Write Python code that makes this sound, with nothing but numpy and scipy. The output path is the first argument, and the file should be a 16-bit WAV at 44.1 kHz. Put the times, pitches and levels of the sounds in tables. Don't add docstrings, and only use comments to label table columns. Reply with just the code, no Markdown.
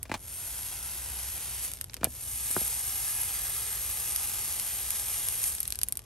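import sys
import numpy as np
from scipy import signal
from scipy.fft import rfft, irfft, next_fast_len
from scipy.io import wavfile
from scipy.ndimage import uniform_filter1d, map_coordinates

SR = 44100
rng = np.random.default_rng(int(sys.argv[2]) if len(sys.argv) > 2 else 0)


def output_pcm(signal):
    pcm = np.clip(np.atleast_2d(signal).T, -1, 1) * 32767
    wavfile.write(sys.argv[1], SR, np.round(pcm).astype(np.int16))


N = 267025

# frequency in Hz, relative density in dB.
STEAM_COLOUR = [(2000, -40), (5000, -25.5), (6700, -15.5), (7700, -15), (8900, -6), (10000, -5.5),
                (10900, -0.5), (11500, -2), (12200, -11.5), (13200, -13.5), (14600, -36), (15650, -17.5),
                (16000, -60)]
FRYING_COLOUR = [(120, -22), (350, -10), (750, -2.5), (1500, -2.5), (2400, 0.5), (3200, 2), (4200, -1),
                 (5500, 1), (7000, -0.5), (9000, -13), (14000, -39)]
# time in s, delay of the reflection in s,
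# signed strength of the reflection (ratio), hollow low-mid boost in dB.
HAND_COVER = [(0.3, .0017, -0.14, 3), (1.0, .0017, -0.37, 4.5), (1.7, 0.0018, -0.017, 0),
              (2.3, 0.0024, 0.34, -0.5), (3.5, 0.002403, 0.37, 2), (5.6, 0.0025, 0.3, 0.5)]
WANDER_DB, WANDER_KNOTS_PER_S = 0.26, 9


def sizzle():
    steam_db, body_db = searing()
    delay_s, strength, hollow_db = curves(HAND_COVER)
    crackle = bursts(rate_hz=8000 * amp(steam_db - steam_db.max()), scatter_db=4.0)
    sputter_db = 0.45 * wobble(25) + 0.55 * wobble(170)

    steam = coloured(crackle + amp(-1.5) * rng.standard_normal((2, N)), STEAM_COLOUR)
    steam = unit(spread(patchy(steam, depth_db=2.5)))

    body = coloured(crackle + amp(0.5) * rng.standard_normal((2, N)), FRYING_COLOUR)
    midrange = filtered(body, lambda hz: 1 / (1 + (hz / 2700) ** 4))
    now = np.arange(N)
    reflection = np.array([np.interp(now - delay_s * SR, now, channel) for channel in midrange])
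    body = unit(spread(patchy(body + strength * reflection, depth_db=1.35)))
    low_mids = filtered(body, lambda hz: 1 / (1 + (hz / 1400) ** 4))
    body = body + (amp(hollow_db) - 1) * low_mids

    wander_db = WANDER_DB * wobble(WANDER_KNOTS_PER_S)
    return amp(sputter_db) * (amp(steam_db + wander_db) * steam + amp(body_db) * body)


# start in s, time to bed in in s, release in s, steam level in dB,
# frying level in dB, growth once bedded in dB/s, steam fade after release in dB/s.
PRESSES = [(0.159, 0.31, 1.645, -39, -48.5, 2.5, 105), (2.045, .52, 5.48, -33, -44, 0, 60.5)]
FLASH_DB, FLASH_S = 2.5, 0.14
VENT_DB, VENT_S = 4, 0.035
IDLE_STEAM_DB, IDLE_BODY_DB = -62.5, -65
STEAM_RISE_POWER, BODY_RISE_POWER = 0.67, 0.88
BODY_FADE_SHARE = 0.93


def searing():
    t = np.arange(N) / SR
    steam, body = amp(IDLE_STEAM_DB), amp(IDLE_BODY_DB)
    for start_s, bed_s, release_s, steam_db, body_db, growth_db_s, fade_db_s in PRESSES:
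        contact = np.clip((t - start_s) / bed_s, 0, 1)
        held_s = t - start_s - bed_s
        grown_db = growth_db_s * np.clip(held_s, 0, release_s - start_s)
        faded_db = fade_db_s * np.maximum(t - release_s, 0)
        flash_db = FLASH_DB * np.exp(-np.abs(held_s) / FLASH_S)
        vent_db = VENT_DB * np.exp(-np.abs(t - release_s) / VENT_S)
        steam_press = amp(steam_db + grown_db + flash_db + vent_db - faded_db)
        body_press = amp(body_db + grown_db - BODY_FADE_SHARE * faded_db)
        steam = np.hypot(steam, contact ** STEAM_RISE_POWER * steam_press)
        body = np.hypot(body, contact ** BODY_RISE_POWER * body_press)
    return 20 * np.log10(steam), 20 * np.log10(body)


def bursts(rate_hz, scatter_db):
    chance = np.clip(rate_hz / SR, 1e-4, 1)
    size = amp(scatter_db * np.clip(rng.standard_normal((2, N)), -2.5, 2.5))
    sign = rng.choice([-1, 1], (2, N))
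    fires = rng.random((2, N)) < chance
    return unit(fires * size * sign / np.sqrt(chance))


def patchy(x, depth_db):
    z = signal.stft(x, nperseg=1024)[2]
    field = uniform_filter1d(rng.standard_normal(z.shape[1:]), size=4, axis=0)
    field = uniform_filter1d(field, size=14, axis=1)
    return signal.istft(z * amp(depth_db * unit(field)), nperseg=1024)[1][:, :N]


# time in s, level over a millisecond in dB, lower crack boost in dB.
POPS = [(0.0298, -23.5, -7), (1.7164, -28, 1), (1.736, -26, 2), (1.812, -21.5, 4), (1.8424, -28, 2),
        (1.897, -36.5, 25), (1.934, -36, 14), (1.9422, -25.5, 9), (1.967, -34.5, 11), (2.0435, -10, -5),
        (2.5127, -19, -8), (2.6788, -22, -5), (4.1613, -16, 0.5), (4.598, -20, 0), (4.9054, -17, -4),
        (5.286, -17.5, -5), (5.4403, -17, -2.5), (5.5503, -24, -5), (5.6037, -17.5, -9),
        (5.6068, -22.5, -3), (5.6304, -22.5, -4), (5.678, -20, -6), (5.7043, -23.5, 2), (5.7232, -20, 6),
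        (5.756, -26.5, 2), (5.789, -22.5, -2), (5.8151, -22.5, 6), (5.833, -12.5, -3.5),
        (5.8855, -20.5, -9.5), (5.9238, -17, -4.5), (5.9544, -34, 2), (5.9719, -21.5, -5), (5.992, -32, 6)]
# frequency in Hz, gain in dB.
SNAP_COLOUR = [(150, -35), (500, -18.5), (1200, -14.5), (3000, -10.5), (5000, -8.5), (7500, -8),
               (9000, -1.5), (11000, 2), (12500, -6.5), (14000, -20), (16000, -35)]


def pops():
    out, t = np.zeros((2, N)), np.arange(SR // 20) / SR
    low = lambda hz: 1 / (1 + (hz / 7500) ** 8)
    for s, db, crack_db in POPS + afterpops(count=9):
        smear, scatter = rng.standard_normal((2, 2, len(t)))
        tear = (t == 0) + amp(-15 - 60 * t / 0.0035) * rng.standard_normal(len(t))
        direct = struck(tear / np.linalg.norm(tear), lambda hz: 1 - 0.6 * low(hz))
        smear = struck(smear * amp(-21 - 60 * t / 0.009), low)
        scatter = scatter * (amp(-29.0 - 60 * t / 0.033) + amp(-53 - 60 * t / 0.029))
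        snap_gain = lambda hz: amp(along(SNAP_COLOUR, hz) + crack_db * low(hz))
        snap = struck(direct + smear + scatter, snap_gain)
        millisecond_rms = np.sqrt(np.sum(snap ** 2) / 2 / (SR / 1000))
        add(out, s + 0.0003, amp(db) * snap / millisecond_rms)
    return ports(out)


AFTER_DB, AFTER_FALL_DB, AFTER_SCATTER_DB = 3, 17, 3.5
AFTER_CRACK_DB = 12
AFTER_SPAN_DB = 32


def afterpops(count):
    rows = []
    for _, _, release_s, steam_db, _, _, fade_db_s in PRESSES:
        age = (np.arange(count) + rng.random(count)) / count
        scatter_db = AFTER_SCATTER_DB * rng.standard_normal(count)
        db = steam_db + AFTER_DB - AFTER_FALL_DB * age + scatter_db
        times_s = release_s + age * AFTER_SPAN_DB / fade_db_s
        rows += zip(times_s, db, np.full(count, AFTER_CRACK_DB))
    return rows


# frequency in Hz, relative level in dB.
THUD_COLOUR = [(30, -56), (60, 8.5), (90, 10), (150, 3.5), (240, 7.5), (450, -0.5), (700, 4.5), (2000, 1.5),
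               (6000, -28)]
GRIT_COLOUR = [(150, -39), (600, 3), (1500, -1), (2500, 0.5), (3500, -3), (5000, -6.5), (8000, -9),
               (14000, -22)]
# frequency in Hz, mean level re grit in dB, 60 dB decay in s.
STEEL_MODES = [(2400, -2, 0.041), (4240, -14, 0.058)]


def steps(lag_s):
    out, t = np.zeros((2, N)), np.arange(SR // 8) / SR
    for s, db, bright_hz, note_hz, note_db, grit_db in contacts():
        blow = (t == 0) + amp(-33 - 60 * t / 0.09) * spread(rng.standard_normal((2, len(t))))
        thud_gain = lambda hz: amp(along(THUD_COLOUR, hz)) / np.sqrt(1 + (hz / bright_hz) ** 10)
        thud = struck(blow, thud_gain)
        lag_cycles = lambda hz: lag_s * np.sqrt(1000 * hz / (1 + hz / 4000))
        thud = filtered(thud, lambda hz: np.exp(-2j * np.pi * lag_cycles(hz)))
        hollow_env = amp(note_db - 60 * t / 0.05) * (1 - np.exp(-t / 0.0033))
        hollow = hollow_env * np.sin(2 * np.pi * note_hz * t)
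        add(out, s, amp(db) * (thud / np.abs(thud).max() + hollow))

        grit = unit(spread(coloured(rng.standard_normal((2, len(t))), GRIT_COLOUR)))
        grit = grit * amp(-60 * t / 0.064)
        ring = np.zeros(len(t))
        for hz, level_db, t60_s in STEEL_MODES:
            ring += amp(level_db + rng.normal(0, 1.8) - 60 * t / t60_s) * np.sin(2 * np.pi * hz * t)
        add(out, s, amp(grit_db) * (grit + ring))
    return out


# sole time in s, sole level in dB, brightness in Hz, hollow note in Hz, note level re thud in dB,
# toe level in dB, skid delay in s, skid level in dB, gritty scrape in dB, heel delay in s, heel level in dB.
STEPS = [(0.1158, -19, 2820, 870, -8.5, -31.5, 0.025, -29, -28.5, 0.034, -29.5),
         (2.0314, -21.5, 1510, 690, -7.5, -34.5, .0144, -27, -32, 0.037, -28.5),
         (2.5642, -17.5, 1720, 375, -4.5, -48, 0.011, -38, -59, .0488, -33)]
TOE_LEAD_S = 0.0205
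BRUSH_LEAD_S, BRUSH_DB = 0.0615, -43
# brightness factor, note factor, note offset in dB, scrape offset in dB.
BRUSH, TOE, SOLE = (0.42, 0.76, -3, -19.5), (0.3, 2, -10, -16), (1, 1, -1, -5.5)
SKID, HEEL = (0.5, 0.96, 5, -0.5), (0.45, 2.5, -10, -35)


def contacts():
    rows = []
    for (s, db, bright_hz, note_hz, note_db, toe_db,
         skid_s, skid_db, grit_db, heel_s, heel_db) in STEPS:
        roll = [(-BRUSH_LEAD_S, BRUSH_DB, BRUSH), (-TOE_LEAD_S, toe_db, TOE), (0, db, SOLE),
                (skid_s, skid_db, SKID), (heel_s, heel_db, HEEL)]
        for delay_s, part_db, (bright, note, note_offset_db, scrape_offset_db) in roll:
            rows.append((s + delay_s, part_db, bright * bright_hz, note * note_hz,
                         note_db + note_offset_db, grit_db + scrape_offset_db))
    return rows


# frequency in Hz, relative density in dB.
RUMBLE_COLOUR = [(20, -34), (30, -15), (43, -4.5), (62, 3.5), (76, -3), (90, -2.5), (125, -8.5),
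                 (170, -15.5), (300, -21), (700, -25.5), (1500, -34.5), (3000, -54), (8000, -63),
                 (15000, -102)]
# time in s, low note mean level in dB, upper note level in dB.
DRONE = [(0, -74, -69), (.9, -51, -72), (2.3, -49.5, -60), (3.2, -54.5, -57), (5, -59, -61), (6, -54, -69)]


def yard():
    air = amp(-50.5) * unit(spread(coloured(rng.standard_normal((2, N)), RUMBLE_COLOUR)))
    drone_hz = 61.5 + 0.875 * wobble(2.885)
    turn = 2 * np.pi * np.cumsum(drone_hz) / SR
    low_db, upper_db = curves(DRONE)
    waver_db = 1.5 * wobble(4)
    return air + amp(low_db + waver_db) * np.sin(turn) + amp(upper_db) * np.sin(1.9 * turn)


# frequency in Hz, correlation (ratio).
ALIKE = [(60, 1), (300, 0.73), (1000, 0.77), (2500, 1), (3100, 0.77), (4600, 0.8), (7400, 0.51),
         (8500, 0.98), (9300, 1), (10200, 0.98), (12000, 0.99), (15000, 1)]


def spread(pair):
    turn = lambda hz: np.arccos(np.clip(along(ALIKE, hz), -1, 1)) / 2
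    mid, side = filtered(pair, lambda hz: np.array([np.cos(turn(hz)), np.sin(turn(hz))]))
    return np.array([mid + side, mid - side])


# frequency in Hz, lead of the left in radians (negative: right leads).
PORT_PHASE = [(2600, 0), (3100, .65), (7500, .8), (8550, 0), (10250, -3.14), (12000, -6.28), (13700, -9.42),
              (15400, -12.5)]


def ports(x):
    half_lead = lambda hz: 0.5 * along(PORT_PHASE, hz) * np.array([[1], [-1]])
    return filtered(x, lambda hz: np.exp(1j * half_lead(hz)))


def amp(db):
    return 10 ** (np.asarray(db) / 20)


def unit(x):
    return x / np.sqrt(np.mean(x ** 2) + 1e-20)


def along(points, hz):
    f, v = np.transpose(points)
    return np.interp(np.log(hz + 1), np.log(f + 1), v)


def curves(rows):
    s, *columns = np.transpose(rows)
    return [np.interp(np.arange(N) / SR, s, c) for c in columns]


def wobble(knots_per_s):
    knots = rng.standard_normal(int(N * knots_per_s / SR) + 4)
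    return map_coordinates(knots, [np.arange(N) * knots_per_s / SR])


def filtered(x, response):
    n = x.shape[-1]
    m = next_fast_len(n + SR // 10)
    return irfft(rfft(x, m) * response(np.fft.rfftfreq(m, 1 / SR)), m)[..., :n]


def coloured(x, spectrum):
    return filtered(x, lambda hz: amp(along(spectrum, hz)))


def struck(x, gain):
    n = 2 * x.shape[-1]
    cepstrum = irfft(np.log(np.maximum(gain(np.fft.rfftfreq(n, 1 / SR)), 1e-5)))
    cepstrum[1:n // 2] *= 2
    cepstrum[n // 2 + 1:] = 0
    return irfft(rfft(x, n) * np.exp(rfft(cepstrum)))[..., :n // 2]


def add(track, s, sound):
    part = track[..., max(round(s * SR), 0):][..., :sound.shape[-1]]
    part += sound[..., :part.shape[-1]]


def scene():
    return ports(sizzle()) + pops() + steps(lag_s=0.00378) + yard()


TOP_HZ = 16600


def record(dry):
    lean_points = [(100, 0.48), (2000, 0.098), (5000, 0.75), (9000, 0.13)]  # (Hz, dB up left, down right)
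    lean_db = lambda hz: along(lean_points, hz) * np.array([[1], [-1]])
    leaning = filtered(dry, lambda hz: amp(lean_db(hz)))
    rounded = leaning / (1 + (leaning / 0.85) ** 6) ** (1 / 6)
    return filtered(rounded, lambda hz: hz < TOP_HZ)


dry = scene()
out = record(dry)
output_pcm(out)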